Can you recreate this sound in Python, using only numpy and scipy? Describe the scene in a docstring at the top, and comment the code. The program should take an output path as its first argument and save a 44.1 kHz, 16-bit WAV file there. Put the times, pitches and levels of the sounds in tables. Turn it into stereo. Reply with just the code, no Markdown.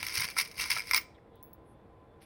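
"""Fingers rummage through small metal charms in one compartment of a plastic organizer box on a cloth-covered table.
The charms grind and click (short noise bursts and rings) and knock on the box (a few dying tones).
A few charms drop back as the hand lifts out, and tiny clinks with high rings follow in the open palm.
Soft rubs of skin and low rumbles are bands of noise; a small room adds echoes, air noise and a faint hum."""
import sys
import numpy as np
from scipy import signal
from scipy.fft import rfft, irfft, next_fast_len
from scipy.io import wavfile
from scipy.ndimage import uniform_filter1d

SR = 44100
rng = np.random.default_rng(int(sys.argv[2]) if len(sys.argv) > 2 else 0)


def master(y):
    """Save y as 16-bit WAV."""
    cut = np.clip(np.atleast_2d(y).T, -1, 1)
    pcm = np.round(cut * 32767)  # scale
    wavfile.write(sys.argv[1], SR, pcm.astype(np.int16))


N = 99401
T = np.arange(N) / SR


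def from_db(db):
    """Turn decibels into a gain."""
    return 10 ** (np.asarray(db) / 20)


def rms_one(x):
    """Scale to an rms (average strength) of 1."""
    return x / np.sqrt(np.mean(x ** 2) + 1e-20)


def at_hz(points, hz):
    """Read a table between its points, on a log-frequency axis."""
    table_hz, values = np.transpose(points)
    return np.interp(np.log(hz + 1), np.log(table_hz), values)


def cut(x, order, hz, kind):
    """Filter that keeps the part below ("low"), above ("high") or between ("band") the given pitches."""
    return signal.sosfilt(signal.butter(order, hz, kind, fs=SR, output="sos"), x)


def colour(x, spectrum):
    """Give x the tone colour of a table, with a filter that answers as early as it can (minimum phase)."""
    size = 2048
    level_db = at_hz(spectrum, np.fft.rfftfreq(size, 1 / SR))
    cepstrum = irfft(np.log(from_db(level_db)))
    # folding the second half onto the first removes any sound before the click
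    cepstrum[1:size // 2] *= 2
    cepstrum[size // 2 + 1:] = 0
    response = irfft(np.exp(rfft(cepstrum)))
    return signal.fftconvolve(x, response)[:N]


def clicks(start_s, level_db):
    """Place one single-sample click at each time."""
    out = np.zeros(N)
    places = np.clip(np.asarray(start_s) * SR, 0, N - 1).astype(int)
    np.add.at(out, places, from_db(level_db))
    return out


def ring(x, hz, t60):
    """A small resonator: a unit click starts a sine of height 1 that falls by 60 dB in t60 seconds."""
    shrink = from_db(-60 / (t60 * SR))
    step = 2 * np.pi * hz / SR
    return signal.lfilter([0, np.sin(step)], [1, -2 * shrink * np.cos(step), shrink ** 2], x + 1e-18)


CRACK_RISE_S = 0.00079  # a contact skids briefly before it peaks


def crack(x, decay_s):
    """Each click becomes a burst of noise that swells and dies at once."""
    power = signal.lfilter([1], [1, -np.exp(-2 / (decay_s * SR))], x ** 2 + 1e-20)
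    rise = np.exp(-1 / (CRACK_RISE_S * SR))
    loudness = np.sqrt(signal.lfilter([1 - rise], [1, -rise], power))
    return loudness * rng.standard_normal(N)


def swell(middle_s, length_s, level_db, centre_hz, octaves):
    """A band of friction noise that rises to its level at the middle and falls again."""
    edges = [centre_hz * 2 ** (-octaves / 2), centre_hz * 2 ** (octaves / 2)]
    noise = rms_one(cut(rng.standard_normal(N), 2, edges, "band"))
    hump = np.cos(np.pi * np.clip((T - middle_s) / length_s, -.5, .5))
    return from_db(level_db) * noise * hump


# tone colour of the ventilation noise, before it is set to its overall level: pitch_hz, relative_level_db
AIR_COLOUR = [(20, -22), (40, -8), (62, -3), (100, -3), (190, -7), (340, -9), (520, -8), (820, -11.5),
              (1040, -15.5), (1300, -21), (2000, -26.5), (3000, -35), (3500, -35), (4300, -40.5),
              (6300, -51), (10000, -47), (16000, -56)]
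# how alike the room noise is at left and right: pitch_hz, likeness (0 to 1)
LEFT_RIGHT_LIKENESS = [(60, 1), (150, .93), (300, 0.77), (700, 0.097), (2000, 0.31), (8000, 0.099)]
# hum and faint whine of the ventilation: pitch_hz, level_db
HUM_LINES = [(61, -70), (325, -70), (458, -67.5), (805, -76), (1017, -70), (3480, -88.5)]
AIR_DB = -56.5
HUM_WIDTH_HZ = 6.2  # this far from its centre a hum line has half its strength


def room_noise():
    """Ventilation: steady coloured noise, plus hum lines made wavering by their narrow width."""
    hz = np.fft.rfftfreq(N, 1 / SR)
    alike = np.clip(at_hz(LEFT_RIGHT_LIKENESS, hz), 0, 1)
    shared, opposed = rfft(rng.standard_normal((2, N))) * from_db(at_hz(AIR_COLOUR, hz))
    air = np.sqrt(1 + alike) * shared + np.sqrt(1 - alike) * opposed * [[1], [-1]]
    air = rms_one(irfft(air, N))
    white = rfft(rng.standard_normal(N))
    hum = 0
    for line_hz, level_db in HUM_LINES:
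        narrow = white / (1 + ((hz - line_hz) / HUM_WIDTH_HZ) ** 2)
        hum = hum + from_db(level_db) * rms_one(irfft(narrow, N))
    return from_db(AIR_DB) * air + hum


def reflections(x, t60, cut_hz):
    """Dense dying echoes, different at each side: x is smeared by a fading noise tail."""
    tail = rng.standard_normal((2, N)) * from_db(-60 * T / t60)
    tail = cut(tail * (T > .001), 1, cut_hz, "low")
    return signal.fftconvolve(x[None], rms_one(tail) / np.sqrt(N), axes=1)[:, :N]


# how far the phase of left is turned ahead of right: pitch_hz, left_lead_radians
STEREO_PHASE = [(1800, 0), (2900, .9), (4300, .9), (5000, .2), (7100, 3.05), (7700, 3.3), (10000, 6.2),
                (11200, 6.3), (13000, 9.2), (13800, 9.55), (15200, 11.2)]
PAN_DB = -0.13  # added at left, taken away at right


def stereo_processing(x):
    """Stereo processing turns the phase of left against right, by an amount that depends on pitch."""
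    size = next_fast_len(N + SR // 10)
    lead = np.interp(np.fft.rfftfreq(size, 1 / SR), *np.transpose(STEREO_PHASE))
    # half of the lead goes forward on the left, half backward on the right
    both = irfft(rfft(x, size) * np.exp(.5j * lead * [[1], [-1]]), size)[:, :N]
    return both * from_db([[PAN_DB], [-PAN_DB]])


# the pushed box rumbles on the table: middle_s, length_s, peak_level_db
SHOVE_TIMES = [(0.03, 0.109, -54), (0.125, 0.079, -59), (0.198, 0.072, -46.5), (0.248, 0.026, -46.5),
               (0.599, 0.12, -53), (0.71, 0.23, -58.5)]
SHOVE_HZ, SHOVE_OCTAVES = 82.7, 1.8  # centre and width of the rumble


def shoves():
    """The nudged box rubs on the table: short swells of low noise."""
    return sum(swell(*row, SHOVE_HZ, SHOVE_OCTAVES) for row in SHOVE_TIMES)


# skin slides over skin and charms: middle_s, length_s, peak_level_db, centre_hz, width_octaves
SKIN_RUBS = [(1.156, 0.033, -68, 3470, 0.27), (1.183, 0.02, -64, 1800, 0.35), (1.37, 0.11, -73, 3500, 0.27),
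             (1.7, 0.12, -76, 9700, 0.44), (2.23, 0.058, -62.5, 1707, 2.6),
             (2.233, 0.045, -64, 10340, 0.43)]
RUB_GRAIN_DB = 1.5  # typical swing of the loudness as skin catches and slips


def rubs():
    """Skin catches and slips as it slides: swells of noise with a grainy loudness."""
    wander = rms_one(uniform_filter1d(rng.standard_normal(N), size=100))
    grain = rms_one(from_db(RUB_GRAIN_DB * wander))
    return grain * sum(swell(*row) for row in SKIN_RUBS)


# charms meet in the palm: start_s, ring_db, tick_db, free (multiplies the ring times of the charm)
CLINKS = [(1.356, -69, -43.5, 0.68), (1.428, -46.5, -31, 1.7), (1.532, -45, -61, 0.5)]
# the tones of the charm in the palm: pitch_hz, level_db (added to ring_db), t60_s (before free)
CHARM_TONES = [(11630, -10, 0.12), (14080, -18, 0.13), (15680, 0.5, 0.1), (16100, -7.5, 0.02)]
PALM_TICK_S, PALM_TICK_HZ = 0.00032, 11500  # the thin tick: decay, lowest pitch
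PALM_BEAT_HZ = 21  # gap between the two tones of a pair, before division by free


def palm():
    """Charms clink in the hand: a thin tick, then pairs of close tones that beat, damped by the skin."""
    start_s, _, tick_db, _ = np.transpose(CLINKS)
    out = cut(crack(clicks(start_s, tick_db), PALM_TICK_S), 2, PALM_TICK_HZ, "high")
    for start_s, ring_db, _, free in CLINKS:
        for hz, level_db, t60 in CHARM_TONES:
            blow = clicks([start_s], [ring_db + level_db])
            out = out + ring(blow, hz, t60 * free)
            out = out + .5 * ring(blow, hz + PALM_BEAT_HZ / free, t60 * free / 2)
    return out


# a fingertip presses charms against a divider: start_s, level_db
DIVIDER_KNOCKS = [(.029, -30), (0.3668, -28), (0.3697, -35), (0.766, -28.5), (0.769, -27.5), (.9115, -30.5)]
# the tones of the divider: pitch_hz, level_db (added to the knock), t60_s
DIVIDER_TONES = [(1000, -16.5, 0.028), (1342, -1.5, 0.02), (1630, -7, 0.0103)]


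def wall_knocks():
    """Dull knocks on the divider between compartments: each sets its few tones ringing briefly."""
    blows = clicks(*np.transpose(DIVIDER_KNOCKS))
    return sum(from_db(level_db) * ring(blows, hz, t60) for hz, level_db, t60 in DIVIDER_TONES)


# the tones of the plastic box: pitch_hz, level_db (added to the contact), t60_s
BOX_TONES = [(1008, -14, 0.02437), (1372, -12, 0.014), (1800, -11, 0.01), (2130, 2.5, 0.017),
             (2360, 1.5, 0.015), (4730, -10, .008), (5018, -3.5, 0.013), (5456, -10, 0.0066),
             (8200, -6, 0.016)]
SPOTS = 12
SPOT_DETUNE = 0.0088  # from spot to spot the pitches shift by up to this share, up or down


def box(x, vary_db):
    """Each contact lands on one of a dozen spots, and tones of uneven strength ring with alternating sign."""
    spot = rng.integers(0, SPOTS, N)
    strengths = from_db(vary_db * rng.standard_normal((len(BOX_TONES), N))) * x
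    out = 0
    for k, detune in enumerate(np.exp(SPOT_DETUNE * np.linspace(-1, 1, SPOTS))):
        here = spot == k
        for m, (hz, level_db, t60) in enumerate(BOX_TONES):
            # neighbouring tones swing against each other, so a knock swells and stops short
            out = out + (-1) ** m * from_db(level_db) * ring(strengths[m] * here, hz * detune, t60)
    return out


# tone colour of metal on metal, for the jingle, the ticks and the hard clicks: pitch_hz, level_db
METAL_COLOUR = [(300, -15.5), (750, -20.5), (1000, -7.5), (1600, -4.5), (2250, 0.5), (3500, -7.5),
                (5200, 2.5), (6500, -3.5), (9300, -5), (12500, -8), (15500, -7)]
JINGLE_T60_S, JINGLE_LOW_HZ, JINGLE_HIGH_HZ = 0.022, 2590, 14980


def jingle(touches):
    """Each touch sets one of 30 small charms ringing, damped at once by the heap."""
    pitches = np.geomspace(JINGLE_LOW_HZ, JINGLE_HIGH_HZ, num=30) * rng.uniform(.98, 1.02, 30)
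    dealt = rng.integers(0, len(pitches), N)
    out = 0
    for k, hz in enumerate(pitches):
        out = out + ring(touches * (dealt == k), hz, JINGLE_T60_S) * from_db(at_hz(METAL_COLOUR, hz))
    return out


TOUCH_DECAY_S = 0.0016
TICK_VARY_DB, SPLIT_HZ = 7.5, 7100  # the parts below and above the split vary separately


def ticks(touches):
    """Dry metal ticks: noise bursts, some dull and some bright."""
    out = 0
    for kind in ("low", "high"):
        uneven = touches * from_db(TICK_VARY_DB * rng.standard_normal(N))
        out = out + cut(crack(uneven, TOUCH_DECAY_S), 2, SPLIT_HZ, kind)
    # the division evens out the energy that a longer decay would add
    return colour(out, METAL_COLOUR) / np.sqrt(TOUCH_DECAY_S * SR / 2)


# single hard contacts: start_s, click_db (before CLICK_DB), box_knock_db (before KNOCK_DB)
HARD_HITS = [(.029, -10.5, -26.5), (0.0664, -11.5, -31), (0.0952, -20, -38.5), (0.1635, -14.5, -27.5),
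             (0.1731, -12, -30.5), (.2035, -28, -28.5), (.2205, -27.5, -25), (0.2428, -20, -28),
             (.2866, -22, -28.5), (.3664, -27.5, -26), (.3695, -27.5, -27), (0.3769, -18, -26),
             (0.387, -5, -21.5), (.3905, -9, -26), (0.397, -19.5, -29), (0.4112, -9, -30),
             (0.4521, -24.5, -54), (0.514, -24, -68.5), (0.5987, -15.5, -31), (.657, -19.5, -26),
             (0.7015, -10.5, -27), (0.7054, -1.5, -26.5), (.7295, -14.5, -31), (.755, -19.5, -38),
             (0.7645, -31, -27), (0.7848, -22.5, -24.5), (0.7943, -22, -26), (0.8036, -31.5, -27.5),
             (0.8719, -27, -41.5), (0.882, -24, -43.5), (.894, -22, -48.5), (.911, -7.5, -18.5),
             (0.9162, -18.5, -37), (0.9335, -11, -18.5), (0.9355, -9.5, -17.5), (0.9407, -13.5, -25),
             (0.9454, -0.5, -12.5), (0.9581, -14.5, -22), (0.9627, -9, -20), (0.9652, -14, -22.5),
             (0.9761, -14, -23.5), (0.9826, -26.5, -28)]
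# a loose charm rings on: start_s, pitch_hz, level_db, t60_s
LOOSE_RINGS = [(0.07, 11830, -33.5, 0.038), (0.7023, 5330, -22, .03), (0.795, 11860, -45.5, 0.11),
               (0.913, 12040, -31.5, 0.05), (0.961, 15160, -20.5, 0.045), (.969, 15200, -31, 0.12)]
CLICK_DB, KNOCK_DB = -5.5, -2  # added to all clicks and to all knocks
CLICK_DECAY_S = 0.00099


def hard_contacts():
    """Charms snap past each other or drop onto the box: a metal burst and a box knock; some ring on."""
    start_s, click_db, knock_db = np.transpose(HARD_HITS)
    metal = colour(crack(clicks(start_s, click_db + CLICK_DB), CLICK_DECAY_S), METAL_COLOUR)
    knocks = box(clicks(start_s, knock_db + KNOCK_DB), vary_db=3.0)
    pings = sum(ring(clicks([at], [level_db]), hz, t60) for at, hz, level_db, t60 in LOOSE_RINGS)
    return metal + knocks + pings


# how hard the fingers stir the heap: time_s, level_db (before the shares below)
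STIR_LEVEL = [(0, -40.5), (.023, -45.5), (.04, -40), (.13, -38.5), (.15, -34), (.245, -32), (.275, -49.5),
              (.3, -42.5), (.35, -57.5), (.365, -45), (.385, -26), (.415, -31.5), (.44, -45.5), (.49, -55),
              (.565, -55), (.6, -30), (.625, -32), (.645, -41.5), (.695, -42), (.708, -31), (.74, -34.5),
              (.805, -46.5), (.825, -54.5), (.86, -52.5), (.88, -45), (.93, -46), (.942, -32), (.975, -28),
              (.992, -42.5), (1.06, -70)]
TOUCHES_PER_S = 1100  # on average
TOUCH_SPREAD_DB = 3.5  # scale of the random extra strength, which stops at twice this
GRIND_DB, JINGLE_DB, GRIND_BOX_DB = -1.5, -20, -33  # ticks, rings and box: added to the stirring
BOX_FOLLOWS = 0.8  # share of the stirring's swing in dB that the box follows


def stirring():
    """Many small uneven touches in the heap, each a metal tick, a short ring and a tap on the box."""
    level_db = np.interp(T, *np.transpose(STIR_LEVEL), right=-140)
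    sizes = from_db(TOUCH_SPREAD_DB * np.minimum(rng.exponential(1, N), 2))
    sizes = sizes * rng.choice([-1, 1], N)
    touches = rms_one((rng.random(N) < TOUCHES_PER_S / SR) * sizes)
    grind = ticks(touches * from_db(level_db + GRIND_DB))
    rings = jingle(touches * from_db(level_db + JINGLE_DB))
    taps = box(touches * from_db(BOX_FOLLOWS * level_db + GRIND_BOX_DB), vary_db=4.0)
    return grind + rings + taps


CONTACT_LOW_HZ = 653  # contact sounds are thinned below this pitch
TABLE_T60_S, TABLE_DB = 0.072, -14  # early reflections off table and hands, made from one echo pattern
SCATTER_T60_S, SCATTER_DB = .09, -16  # early reflections that differ between the sides
ROOM_T60_S, ROOM_DB, ROOM_CUT_HZ = 0.39, -23, 2300


def scene():
    """Box, charms and hands close to the microphone in a small room."""
    contacts = stirring() + hard_contacts() + wall_knocks() + palm()
    near = cut(contacts, 2, CONTACT_LOW_HZ, "high")
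    early = from_db(TABLE_DB) * reflections(near, TABLE_T60_S, cut_hz=7900)[0]
    scatter = from_db(SCATTER_DB) * reflections(near, SCATTER_T60_S, cut_hz=1500)
    late = from_db(ROOM_DB) * reflections(near, ROOM_T60_S, ROOM_CUT_HZ)
    close_sound = stereo_processing(near + early + rubs() + shoves())
    return close_sound + scatter + late + room_noise()


CUTOFF_HZ = 16250


def record(dry):
    """The top of the treble is cut steeply."""
    return signal.sosfilt(signal.ellip(10, .3, 70, CUTOFF_HZ, fs=SR, output="sos"), dry)


dry = scene()
out = record(dry)
master(out)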